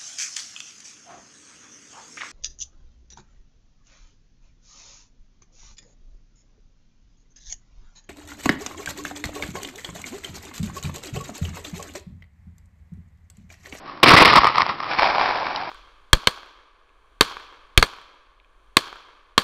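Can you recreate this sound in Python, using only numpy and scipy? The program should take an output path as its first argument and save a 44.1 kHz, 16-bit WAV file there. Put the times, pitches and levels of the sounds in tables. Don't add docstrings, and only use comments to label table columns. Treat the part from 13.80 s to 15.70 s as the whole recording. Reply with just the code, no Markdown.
import sys
import numpy as np
from scipy import signal
from scipy.fft import rfft, irfft
from scipy.io import wavfile

SR = 44100
rng = np.random.default_rng(int(sys.argv[2]) if len(sys.argv) > 2 else 0)


def generate_wav(sig):
    pcm = np.round(np.clip(np.atleast_2d(sig).T, -1, 1) * 32767).astype(np.int16)
    wavfile.write(sys.argv[1], SR, pcm)


N = 83790
T = np.arange(N) / SR
GRID_HZ = abs(np.fft.fftfreq(4096, 1 / SR))
TREBLE_SHELF = np.interp(GRID_HZ, [1070, 2020], [0, 1])

# frequency in Hz, level in dB.
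NEAR_COLOUR = [(40, -19), (150, -9.5), (330, -5.5), (600, -6.5), (850, -5.5), (1120, -1), (1550, -8),
               (2150, -5), (3000, -10.5), (5200, -13.5)]
# frequency in Hz, level in dB.
THIN_COLOUR = [(40, -37), (450, -20.5), (700, -8.5), (900, -3.5), (1080, 1), (1220, 1.5), (1530, -16.5),
               (1850, -9.5), (2350, -13), (2700, -22), (5200, -19)]


def amp(db):
    return 10 ** (np.asarray(db) / 20)


def curve(points):
    times, db = np.transpose(points)
    return amp(np.interp(T, times, db, left=-200, right=-200))


def spectrum(points):
    top_hz, stop_hz = 5006, 6510
    hz, db = np.transpose(points)
    cut_db = 45 * np.clip((GRID_HZ - top_hz) / (stop_hz - top_hz), 0, 1.3) ** 2
    return np.interp(np.log(GRID_HZ + 1), np.log(hz), db) - cut_db


def colour(x, shape_db):
    minimum_phase = np.exp(np.conj(signal.hilbert(np.log(amp(shape_db)))))
    taps = np.fft.ifft(minimum_phase).real
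    filtered = signal.fftconvolve(x, taps[:len(taps) // 2])[:len(x)]
    return filtered / np.sqrt(np.mean(filtered ** 2) + 1e-20)


def grainy(depth_db=3.5, grain_s=0.0018):
    steps = np.arange(0, 2, grain_s)
    strengths = np.clip(rng.standard_normal(N)[:len(steps)], -2, 2)
    return rng.standard_normal(N) * amp(depth_db * np.interp(T, steps, strengths))


def burst(start_s, db, length_s, shape_db):
    rise_s, decay_s, size = 0.00048, 0.00065, 4096
    t = np.arange(size) / SR
    envelope = np.minimum(t / rise_s, 1) * np.exp(-np.maximum(t - length_s, 0) / decay_s)
    cluster = rfft(rng.standard_normal(size) * envelope)
    whitened = irfft(cluster / (abs(cluster) + 1e-9), size) * envelope
    gain = amp(db) * np.sqrt((length_s + decay_s) * SR / size)
    sound = gain * colour(whitened, shape_db)
    return np.pad(sound, (round(start_s * SR), N))[:N]


def farness(arrival_s):
    near_until_s, far_from_s = 0.447, 0.6
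    return np.clip((arrival_s - near_until_s) / (far_from_s - near_until_s), 0, 1)


def air():
    # frequency in Hz, level in dB.
    air_colour = [(25, -9), (80, -14), (135, -2.5), (200, -7), (300, 2.5), (450, -6), (800, -1.5),
                  (1100, -3), (1500, -10), (2200, -14.5), (3200, -19.5), (5200, -22.5)]
    return amp(-40.5) * colour(rng.standard_normal(N), spectrum(air_colour))


def flutter():
    # time in seconds, level in dB.
    swells = [(.03, -67), (.06, -39), (.076, -38.5), (.105, -36.5), (.14, -40.5), (.16, -43), (.177, -36),
              (.197, -50), (.22, -57)]
    # frequency in Hz, level in dB.
    flutter_colour = [(200, -32), (750, -31), (980, -6), (1120, 4.5), (1260, -5), (1450, -14),
                      (1850, -10.5), (3200, -21)]
    return curve(swells) * colour(grainy(), spectrum(flutter_colour))


def hammer():
    return burst(start_s=0.2, db=-35, length_s=0.0028, shape_db=spectrum(THIN_COLOUR))


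def muzzle_blast():
    # frequency in Hz, level in dB.
    blast_colour = [(40, -28), (100, -20), (180, -8), (330, 1), (560, 2), (780, -6.5), (1100, 2),
                    (1450, -10.5), (2350, 0), (3300, -7.5), (5200, -12.5)]
    start_s, rise_s, hold_s, decay_s = 0.2288, 0.0033, 0.011, 0.0048
    t = np.maximum(T - start_s, 0)
    envelope = np.minimum(t / rise_s, 1) ** 1.6 * np.exp(-np.maximum(t - hold_s, 0) / decay_s)
    return amp(-0.5) * envelope * colour(rng.standard_normal(N), spectrum(blast_colour))


def scatter():
    # time in seconds, level in dB.
    swells = [(.232, -23), (.255, -14.5), (.275, -14), (.345, -7.5), (.36, -22.5), (.376, -12.5),
              (.428, -10), (.445, -18), (.458, -11), (.51, -11.5), (.55, -15.5), (.595, -14), (.625, -20),
              (.68, -19.5), (.73, -27.5), (.785, -19), (.845, -27), (.885, -27.5), (.905, -25.5),
              (.945, -35), (1.2, -32.5)]
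    # frequency in Hz, level in dB.
    late_colour = [(40, -28), (130, -11.5), (260, -14.5), (480, -14.5), (700, -10), (900, -4.5), (1060, -1),
                   (1260, 1), (1530, -12), (2100, -8.5), (3100, -16.5), (5200, -19.5)]
    far_share = farness(T)
    near = np.sqrt(1 - far_share) * colour(grainy(), spectrum(NEAR_COLOUR))
    far = np.sqrt(far_share) * colour(grainy(), spectrum(late_colour))
    return curve(swells) * (near + far)


def echoes():
    # start in seconds, level in dB, length in seconds, treble in dB, resonance in Hz.
    arrivals = [(0.2419, -11, 0.0036, -6, 560), (.249, -15, 0.0032, -3, 1100),
                (0.259, -9.5, 0.012, 0.5, 1130), (.274, -13, 0.0047, 0, 2270),
                (.281, -6.5, 0.0096, 8, 2760), (0.2918, -5, 0.0035, 6, 2250),
                (.3035, -3.5, 0.0049, 0, 1210), (0.311, -2, .0105, -3.5, 1310),
                (0.333, -4, 0.013, -5, 1190), (0.347, -5.5, 0.0082, -2.5, 1040),
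                (0.363, -6, 0.011, 1, 1900), (0.3728, -5, 0.0086, 1.5, 2000),
                (.382, -5, 0.0081, -1.5, 2100), (0.396, -8.5, 0.013, 0, 2000), (0.41, -7, 0.0055, -1, 890),
                (0.4183, -1, 0.0095, -4, 960), (0.433, -9, 0.0051, -2, 1070), (.449, -6, 0.0039, 3, 1170),
                (.454, -5, 0.0056, 8, 2170), (.463, -9.5, 0.0034, 3, 1150), (.477, -15, 0.0024, 14, 1150),
                (0.484, -16.5, 0.0096, 8, 2170), (0.503, -16, 0.0047, 13, 2130),
                (0.5304, -6.5, 0.0023, -3, 1160), (0.5359, -7, 0.0052, -2.5, 1170),
                (0.5553, -2.5, 0.0032, 3.5, 1050), (.5598, -2.5, .0058, 1, 1130),
                (0.5692, -6, 0.0073, 5, 1070), (0.5773, -4.5, 0.008, 0.5, 1040),
                (0.586, -4.5, 0.0029, -11, 890), (0.606, -21.5, 0.014, 10, 1190),
                (0.6333, -5.5, 0.0014, -6, 1040), (0.6431, -3.5, 0.0028, -1.5, 990),
                (0.6524, -6, 0.0015, -1, 1100), (.669, -5.5, 0.0023, -1, 1130),
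                (0.6735, -11.5, 0.0032, 1, 1260), (0.686, -22, 0.0058, 9, 1130),
                (0.747, -21, .0014, 5, 1100), (.7558, -15.5, .0028, 7, 1150),
                (0.7812, -6, 0.00257, 4, 1180), (0.796, -15, 0.0036, -15, 1110),
                (0.803, -12, 0.0061, -1, 846), (.8188, -7, .0013, 4, 1900), (.827, -16, 0.0028, -6, 1050),
                (0.864, -14.5, 0.0017, -2, 1130), (0.8906, -17.5, .0062, -2.5, 1890),
                (1.001, -20.5, 0.0051, -0.5, 1940), (1.026, -24.5, 0.0088, 2.5, 1100),
                (1.042, -22.5, .002, 3, 1100), (1.065, -24, .0023, -11, 1050)]
    half_width_hz, ring_near_db, ring_far_db = 170, 6.5, 3.5
    near_db, thin_db = spectrum(NEAR_COLOUR), spectrum(THIN_COLOUR)
    out = np.zeros(N)
    for start_s, db, length_s, treble_db, ring_hz in arrivals:
        far_share = farness(start_s)
        body_db = near_db + far_share * (thin_db - near_db)
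        peak_db = ring_near_db + far_share * (ring_far_db - ring_near_db)
        ring_db = peak_db / (1 + ((GRID_HZ - ring_hz) / half_width_hz) ** 2)
        out += burst(start_s, db, length_s, body_db + treble_db * TREBLE_SHELF + ring_db)
    return out


def thuds():
    # start in seconds, level in dB, length in seconds, centre in Hz.
    pushes = [(.277, -13.5, 0.014, 303), (.287, -25, 0.0074, 150), (.3355, -3, 0.005, 163),
              (.414, -18, .006, 135), (.453, -32, 0.045, 99), (.559, -20, 0.012, 217),
              (.581, -24, 0.01, 56), (.646, -15, 0.0027, 474), (.662, -32, 0.013, 112),
              (.779, -36, 0.0039, 130), (0.819, -31.5, .0076, 111), (.893, -39, .012, 130)]
    octaves = np.arange(-4, 6)
    shape_db = np.where(octaves > 0, -11 * octaves, 5 * octaves)
    out = np.zeros(N)
    for start_s, db, length_s, centre_hz in pushes:
        points = np.transpose([centre_hz * 2. 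** octaves, shape_db])
        out += burst(start_s, db, length_s, spectrum(points))
    return out


def wood_roll():
    # time in seconds, level in dB.
    swells = [(1.06, -42), (1.10, -25), (1.137, -23.5), (1.168, -30.5), (1.195, -16), (1.212, -20),
              (1.235, -17), (1.28, -18.5), (1.33, -23.5), (1.40, -19.5), (1.48, -21), (1.62, -24),
              (1.9, -31.5)]
    # frequency in Hz, level in dB.
    wood_colour = [(40, -18), (150, -19.5), (450, -12), (750, 0), (980, 1), (1400, -7.5), (1700, -7.5),
                   (2000, -13), (2300, -7.5), (2850, -17.5), (5200, -19)]
    # start in seconds, level in dB, length in seconds.
    sharp_returns = [(1.111, -23, .004), (1.1866, -12, 0.0012), (1.1934, -11.5, .0022),
                     (1.2207, -11, 0.0029), (1.2288, -10.5, 0.0044), (1.242, -22, .004),
                     (1.261, -14.5, 0.0021), (1.299, -18, 0.0042), (1.3478, -15.5, 0.0021),
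                     (1.359, -20.5, 0.0035), (1.382, -12, 0.002), (1.395, -14.5, 0.0026),
                     (1.411, -13, 0.0026), (1.42, -18.5, 0.0022), (1.4575, -19.5, 0.0033),
                     (1.491, -15.5, 0.0021), (1.665, -21.5, 0.0058), (1.813, -24.5, 0.0024)]
    onset_s, dulling_s, treble_db = swells[0][0], 0.26, 4
    wood_db = spectrum(wood_colour)
    reflections = grainy(depth_db=3)
    dull = colour(reflections, wood_db)
    bright = colour(reflections, wood_db + treble_db * TREBLE_SHELF)
    bright_share = np.exp(-(np.maximum(T - onset_s, 0) / dulling_s) ** 2)
    out = curve(swells) * (dull + bright_share * (bright - dull))
    for start_s, db, length_s in sharp_returns:
        out += burst(start_s, db, length_s, wood_db)
    return out


def tick():
    # frequency in Hz, level in dB.
    tick_colour = [(500, -33), (2300, -15), (3020, 3), (3450, -8.5), (3900, 5), (4270, -1), (4650, 1),
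                   (5400, 1)]
    return burst(start_s=1.7597, db=-21.5, length_s=0.0023, shape_db=spectrum(tick_colour))


def scene():
    gun = muzzle_blast() + hammer()
    reflections = scatter() + echoes() + thuds() + wood_roll()
    return (gun + reflections + air() + flutter() + tick())[None]


def record(dry):
    # frequency in Hz, gain in dB.
    response = [(5000, 0), (5700, -2), (6300, -7.5), (7200, -5.5), (9000, -1.5), (16000, 1)]
    ceiling, hardness, edge_hz = 0.69, 10.6, 16000
    clipped = dry / (4 + abs(dry / ceiling) ** hardness) ** (1 / hardness)
    hz, db = np.transpose(response)
    gain = amp(np.interp(np.fft.rfftfreq(2 * N, 1 / SR), hz, db))
    coloured = irfft(rfft(clipped, 2 * N) * gain)[:, :N]
    lowpass = signal.firwin(511, edge_hz, window=("kaiser", 9), fs=SR)
    return signal.oaconvolve(coloured, lowpass[None], "same")


dry = scene()
out = record(dry)
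generate_wav(out)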